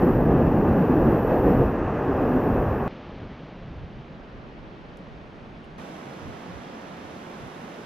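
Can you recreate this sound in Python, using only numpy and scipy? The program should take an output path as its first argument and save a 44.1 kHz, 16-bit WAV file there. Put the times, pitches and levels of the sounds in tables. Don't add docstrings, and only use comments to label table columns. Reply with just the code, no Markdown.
import sys
import numpy as np
from scipy import signal
from scipy.fft import rfft, irfft, next_fast_len
from scipy.io import wavfile
from scipy.ndimage import map_coordinates

SR = 44100
rng = np.random.default_rng(int(sys.argv[2]) if len(sys.argv) > 2 else 0)


def master_out(mix):
    frames = np.transpose(np.atleast_2d(mix))
    ceiling = np.clip(frames, -1, 1)
    pcm = np.round(ceiling * 32767).astype(np.int16)
    wavfile.write(sys.argv[1], SR, pcm)


N = 346343

LEAVE_RAPID_S, ENTER_POOL_S = 2.8793, 5.781
JOIN_S = .0002
WIDENS_AT_S, WIDENS_OVER_S = 3.4, 1
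FIZZ_DB = -88.5
DRAUGHT_DB, BREEZE_DB = -50, -61
POOL_DB = -40.5
WIND_BELOW_HZ, FOAM_ABOVE_HZ = 1000, 7000
FULL_VIGOUR_DB = -20
DRIP_DULL_HZ, CUTOFF_HZ = 12500, 15750

# frequency in Hz, relative density in dB per Hz.
OVERHANG_COLOUR = [(50, -25), (100, -10.5), (150, -1.5), (230, -2.5), (340, -7.5), (550, -9.5), (1000, -17),
                   (1600, -21), (3100, -27), (4300, -35), (6000, -46), (7200, -59), (8400, -76),
                   (14000, -110)]
FIZZ_COLOUR = [(4000, -4), (6000, 0), (8000, -7), (11900, -10), (12800, -30), (15000, -45)]
WIND_COLOUR = [(12, -18), (25, -5), (55, -2.5), (90, -7), (130, -7), (200, -21), (1000, -80)]
POOL_COLOUR = [(50, -16), (110, -13), (160, -0.6), (250, -2), (400, -6), (700, -8.5), (1200, -14),
               (2200, -20), (3400, -24.5), (4700, -32.5), (5800, -34.5), (8300, -47), (12200, -46.5),
               (13800, -57), (15000, -85)]
BREEZE_COLOUR = [(15, -18), (40, -11), (65, 10.5), (110, 8.5), (200, -17), (400, -42), (1000, -70)]
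PORT_COLOUR = [(10000, -50.5), (11000, -23.5), (11600, -8), (12200, -3.5), (13500, -11), (15700, -19)]
SPRAY_COLOUR = [(700, 7.5), (950, -7.5), (1200, -8.5), (1320, -14), (1700, -15), (2250, -29), (2600, -25.5),
                (3100, -36), (3700, -44), (4500, -47.5), (6000, -48.5), (7200, -56.5), (10000, -64),
                (11500, -82.5)]
RAPID_COLOUR = [(25, -5.5), (60, -1), (130, -0.9), (180, -2), (250, -1), (340, -3), (500, -6.5), (650, -12),
                (850, -14.5), (1200, -20)]

# frequency in Hz, likeness of the ears from 0 to 1,
# left minus right in dB, phase lag of the left in radians.
OVERHANG_EARS = [(150, .96, -.6, 0), (300, .96, -.4, 0), (600, .72, -1.3, 0), (800, .55, -2.7, 0),
                 (1200, .2, -1.3, 1.1), (2000, .35, .5, -.3), (4200, .75, -.2, .1), (6500, .12, 0, 0),
                 (11000, .05, -3.7, 0)]
WIND_EARS = [(40, .35, -2.5, 0), (90, .5, -1.5, 0), (140, .85, -.6, 0)]
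POOL_EARS = [(200, .98, -.2, .13), (450, .82, -2.9, .41), (700, .5, -4.8, .65), (950, .25, -5.6, -1),
             (1300, .42, -3.5, -1.3), (1900, .36, -2, -.8), (2700, .45, -3.1, .3), (4000, .56, -3.1, -.1),
             (5500, .36, -4.2, 2), (7500, .38, -.6, 3), (9500, .42, -6.1, 3.5), (12000, .11, -10, 3.5)]
BREEZE_EARS = [(60, .1, -6.8, 2), (130, .6, -3, .3)]
PORT_EARS = [(11000, 0, -25, 0), (12300, 0, -34, 0), (15500, 0, -24, 0)]
RAPID_EARS = [(100, 1, 0, 0), (10000, 1, 0, 0)]

# time in seconds, level in dB.
OVERHANG_RIVER = [(2.92, -39.5), (3.95, -43.5), (5.75, -44)]
# time in seconds, level in dB.
POOL_FOAM = [(5.85, -70.5), (6.2, -72.5), (6.75, -74.5), (7.35, -71)]
# time in seconds, level in dB.
PORT_HISS = [(0.05, -59), (0.35, -64.5), (1.53, -59), (1.68, -64.5), (1.82, -75.5), (2.0, -71),
             (2.26, -64.5), (2.51, -62.5), (2.85, -67)]
# time in seconds, level in dB.
SPRAY = [(0.07, -34.5), (0.2, -37), (0.34, -36), (0.58, -36.5), (0.66, -35.5), (0.8, -34.5), (0.92, -35.5),
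         (1.14, -34.5), (1.24, -36.5), (1.32, -34), (1.42, -36), (1.5, -33.5), (1.69, -36.5), (1.9, -35.5),
         (2.3, -35.5), (2.85, -36.5)]
# time in seconds, level in dB.
FROTH = [(0.15, -27), (0.25, -28.5), (0.33, -25.5), (0.5, -28.5), (1.0, -27), (1.25, -27.5), (1.32, -25),
         (1.41, -25), (1.48, -22.5), (1.58, -26.5), (1.63, -24), (1.68, -31), (1.87, -33.5), (1.97, -29.5),
         (2.1, -30.5), (2.19, -28), (2.6, -28), (2.76, -31.5)]
# time in seconds, vigour in dB (steers churn and plunge by powers, not a level itself).
VIGOUR = [(0.03, -20.5), (1.17, -20.5), (1.23, -23.5), (1.48, -21), (1.61, -20.5), (1.68, -25.5),
          (1.85, -26.5), (2.05, -25.5), (2.22, -23.5), (2.56, -22.5), (2.76, -27), (2.86, -25.5)]

# peak in seconds, level in dB, length at half power in seconds.
PUFFS = [(3.16, -41.5, .08), (3.26, -42, 0.13), (3.68, -42, 0.17), (3.81, -36.5, 0.095), (3.97, -42, 0.059),
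         (4.4, -54, 0.2), (5.82, -51, 0.055), (6.28, -40.5, .06), (6.36, -44, 0.043), (6.53, -50.5, .12),
         (7.1, -57, 0.14), (7.44, -43, 0.05)]
# peak in seconds, level in dB, length at half power in seconds.
PLUNGES = [(0.1, -30, 0.054), (0.22, -23.5, 0.1), (0.33, -26, .1), (0.52, -29.5, 0.11), (0.69, -27.5, .12),
           (1.06, -27, 0.051), (1.41, -27, 0.096), (1.615, -24, .11), (2.59, -28, 0.073), (2.7, -28.5, .07)]
# landing in seconds, bubble level in dB, bubble pitch in Hz,
# bubble length in seconds, splash level in dB, splash decay by 60 dB in seconds.
DRIPS = [(4.9717, -64, 6000, .0006, -56.5, .009), (5.6413, -51.5, 2750, .0025, -68.5, .06)]
# peak in seconds, level in dB, pitch at the peak in Hz, length at half power in seconds.
LAPS = [(3.245, -42, 105.7, 0.068), (3.43, -44, 145, .05), (3.634, -44.5, 193, .04),
        (3.695, -45, 151.7, 0.05), (3.8, -50, 103.6, 0.083), (3.86, -41, 156, 0.034),
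        (3.982, -45, 138.4, 0.041), (5.83, -46, 193.6, .04), (5.907, -45, 311, 0.04),
        (6.098, -45, 132.6, 0.048), (6.252, -44, 149.6, 0.04), (6.275, -43.5, 247.6, 0.031),
        (6.435, -45, 218, 0.047), (6.497, -42.5, 170, 0.041), (6.752, -41.5, 220.6, .035),
        (6.87, -46, 285, .04), (6.98, -47, 231, .07), (7.19, -48, 228, .05), (7.364, -43, 237, .04),
        (7.447, -41.5, 151, 0.032), (7.457, -46.5, 256, 0.028), (7.645, -46, 235, 0.036),
        (7.724, -43, 170, 0.033)]
# peak in seconds, level in dB, pitch in Hz, length at half power in seconds.
THUD = [(1.2503, -12.5, 420, .002)]
# peak in seconds, level in dB, pitch at the peak in Hz, length at half power in seconds.
ROAR_LUMPS = [(0.04, -22.5, 173, .05), (0.067, -22.5, 229.6, .04), (0.102, -27, 366.6, .03),
              (0.267, -25, 156.8, .05), (0.38, -24, 136.5, .08), (0.464, -22.5, 160, .05),
              (0.578, -23, 198.2, .06), (0.702, -23.5, 216.2, .05), (0.795, -20, 174.8, .06),
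              (0.903, -25, 257, .04), (0.97, -24.5, 322, .06), (1.065, -24.5, 231, .05),
              (1.175, -27, 173.4, .025), (1.318, -26.5, 526, .03), (1.465, -22, 270, .04),
              (1.483, -27, 303, .03), (1.492, -24, 191.8, .04), (1.59, -25, 128.7, .06),
              (1.628, -27, 462.3, .03), (2.102, -24.5, 268, .03), (2.107, -23.5, 393.4, .03),
              (2.226, -25, 278.6, .035), (2.29, -30, 245.3, .035), (2.354, -22.5, 258, .035),
              (2.49, -27.5, 252, .04), (2.534, -30, 396.4, .03), (2.563, -26, 235.5, .04)]


def from_db(db):
    return 10 ** (np.asarray(db) / 20)


def rms_one(x):
    return x / np.sqrt(np.mean(x ** 2) + 1e-30)


def level_at(rows, t):
    s, db = np.transpose(rows)
    return from_db(np.interp(t, s, db))


def at_hz(rows, hz):
    points, *columns = np.transpose(rows)
    return [np.interp(np.log(hz + 1), np.log(points), c) for c in columns]


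def drift(t, rate):
    knots = rng.standard_normal(4096)
    return rms_one(map_coordinates(knots, [t * rate], order=3, mode="wrap"))


def swells(rows, t, steady):
    power = 0
    for peak, db, length in rows:
        power = power + from_db(db) ** 2 * .5 ** ((2 * (t - peak) / length) ** 2)
    return np.sqrt(steady ** 2 + power)


def ring(clicks, hz, t60):
    radius = from_db(-60 / (t60 * SR))
    angle = 2 * np.pi * hz / SR
    return signal.lfilter([0, np.sin(angle)], [1, -2 * radius * np.cos(angle), radius ** 2], clicks + 1e-18)


def bubbles(t, per_s, cycles, size_db, clump_db, count=36):
    out, surge = np.zeros(len(t)), drift(t, 9)
    pitches = np.geomspace(120, 14000, count)
    for hz in pitches:
        share = np.sqrt(hz) / np.sqrt(pitches).sum()
        chance = per_s * share * from_db(clump_db * surge) / SR
        born = np.flatnonzero(rng.random(len(t)) < chance)
        strength = from_db(size_db * np.minimum(rng.exponential(1, len(born)), 4))
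        clicks = np.zeros(len(t))
        clicks[born] = strength * rng.choice([-1, 1], len(born))
        ringing = np.diff(ring(clicks, hz, cycles / hz), prepend=0)
        out += np.sqrt(hz) * rms_one(ringing)
    return rms_one(out)


def white_water(t, per_s, cycles, size_db, clump_db, foam_db):
    streams = np.array([bubbles(t, per_s, cycles, size_db, clump_db) for _ in range(2)])
    return streams + from_db(foam_db) * rng.standard_normal((2, len(t)))


def eddies(t, lump_db):
    return rng.standard_normal((2, len(t))) * from_db(lump_db * drift(t, 15))


def heard(source, colour, ears, low_hz=10, high_hz=20000):
    n = source.shape[1]
    size = next_fast_len(n + 4096)
    hz = np.arange(size // 2 + 1) * SR / size + 1e-3
    a, b = rfft(source, size)
    alike, balance_db, lag = at_hz(ears, hz)
    alike = np.clip(alike, 0, 1)
    own = np.sqrt(1 - alike ** 2)
    left = from_db(balance_db) * np.exp(-1j * lag)
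    middle = np.hypot(np.abs(left + alike), own)
    register = 1 / ((1 + (low_hz / hz) ** 12) * (1 + (hz / high_hz) ** 12))
    gain = from_db(at_hz(colour, hz)[0]) * register / middle
    both = np.array([left * a, alike * a + own * b])
    out = irfft(both * gain, size)[:, :n]
    return out / np.sqrt(np.mean(out.mean(axis=0) ** 2))


def gliding_tones(rows, t, rise_octaves_per_s, wobble, wobbles_per_s=70.0):
    out = np.zeros(len(t))
    for peak, db, hz, length in rows:
        near = np.abs(t - peak) < 3 * length
        octaves = rise_octaves_per_s * (t[near] - peak) + wobble * drift(t[near], wobbles_per_s)
        turns = np.cumsum(hz * 2 ** octaves) / SR + rng.random()
        tone = np.sqrt(2) * np.sin(2 * np.pi * turns)
        out[near] += swells([(peak, db, length)], t[near], 0) * tone
    return out


def opening_out(sound, t):
    middle = sound.mean(axis=0)
    width = np.clip((t - WIDENS_AT_S) / WIDENS_OVER_S, 0, 1)
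    return middle + width * (sound - middle)


def wind(t, steady_db, lump_db, colour, ears):
    air = heard(eddies(t, lump_db), colour, ears, high_hz=WIND_BELOW_HZ)
    return swells(PUFFS, t, from_db(steady_db)) * air


def foam_fizz(water, t, rise_db_per_s=4.0):
    fizz = heard(water[::-1], FIZZ_COLOUR, OVERHANG_EARS, 4000)
    return fizz * from_db(FIZZ_DB + rise_db_per_s * (t - t.mean()))


def overhang(t):
    water = white_water(t, per_s=18000, cycles=10.5, size_db=4.0, clump_db=.5, foam_db=5.0)
    river = level_at(OVERHANG_RIVER, t) * heard(water, OVERHANG_COLOUR, OVERHANG_EARS)
    puffing = wind(t, DRAUGHT_DB, 1.5, WIND_COLOUR, WIND_EARS)
    return opening_out(river + puffing, t) + foam_fizz(water, t)


def pool(t):
    water = white_water(t, per_s=15000, cycles=8.8, size_db=1.2, clump_db=.5, foam_db=3.5)
    river = from_db(POOL_DB) * heard(water, POOL_COLOUR, POOL_EARS, high_hz=FOAM_ABOVE_HZ)
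    foam = level_at(POOL_FOAM, t) * heard(water, POOL_COLOUR, POOL_EARS, low_hz=FOAM_ABOVE_HZ)
    return river + foam + wind(t, BREEZE_DB, 2.5, BREEZE_COLOUR, BREEZE_EARS)


def drips(t, echo_db=-16.0, echo_t60=0.19):
    bright = signal.butter(2, [1800, 13000], "band", fs=SR, output="sos")
    splash, echo, plinks = np.zeros(N), np.zeros(N), []
    for s, bubble_db, hz, length, splash_db, splash_t60 in DRIPS:
        age = np.clip(t - s, 0, 1)
        splash += (t >= s) * from_db(splash_db - 60 * age / splash_t60)
        echo += (t >= s) * from_db(splash_db + echo_db - 60 * age / echo_t60)
        plinks.append((s + length / 2, bubble_db, hz, length))
    near, left, right = rms_one(signal.sosfilt(bright, rng.standard_normal((3, N))))
    out = splash * near + echo * np.array([left, right])
    out = out + gliding_tones(plinks, t, rise_octaves_per_s=13, wobble=0.041)
    return signal.sosfilt(signal.butter(8, DRIP_DULL_HZ, fs=SR, output="sos"), out + 1e-18)


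def laps(t):
    return gliding_tones(LAPS, t, rise_octaves_per_s=1.194, wobble=0.096)


def port_hiss(t):
    hiss = heard(rng.standard_normal((2, len(t))), PORT_COLOUR, PORT_EARS, 10000)
    return level_at(PORT_HISS, t) * hiss


def plunging(t, vigour, steady_db=-28.0, follows=0.65):
    deep = heard(eddies(t, lump_db=1.2), RAPID_COLOUR, RAPID_EARS, 24, 150)
    return swells(PLUNGES, t, from_db(steady_db) * vigour ** follows) * deep


def churning(t, vigour, churn_db=-21.0, follows=1.32, surge_db=0.64, surges_per_s=14.0):
    water = white_water(t, per_s=14000, cycles=5.6, size_db=2.0, clump_db=1.0, foam_db=4.0)
    churn = from_db(churn_db + surge_db * drift(t, surges_per_s)) * vigour ** follows
    big = churn * heard(water, RAPID_COLOUR, RAPID_EARS, 130, 420)
    small = level_at(FROTH, t) * heard(water, RAPID_COLOUR, RAPID_EARS, 420, 900)
    fine = level_at(SPRAY, t) * heard(water, SPRAY_COLOUR, RAPID_EARS, 900, 11000)
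    return big + small + fine


def rapid(t):
    vigour = level_at(VIGOUR, t) / from_db(FULL_VIGOUR_DB)
    lumps = gliding_tones(ROAR_LUMPS, t, rise_octaves_per_s=1.48, wobble=0.099)
    thud = gliding_tones(THUD, t, rise_octaves_per_s=0, wobble=0)
    return port_hiss(t) + plunging(t, vigour) + churning(t, vigour) + lumps + thud


def faded(place, t):
    to_edge = np.minimum(t - t[0], t[-1] - t)
    return place(t) * np.sin(np.pi / 2 * np.clip(to_edge / JOIN_S, 0, 1))


def scene():
    t = np.arange(N) / SR
    first, second, third = np.split(t, [round(LEAVE_RAPID_S * SR), round(ENTER_POOL_S * SR)])
    river = np.hstack([faded(rapid, first), faded(overhang, second), faded(pool, third)])
    return river + drips(t) + laps(t)


def record(dry):
    return signal.sosfilt(signal.ellip(10, .1, 80, CUTOFF_HZ, fs=SR, output="sos"), dry)


dry = scene()
out = record(dry)
master_out(out)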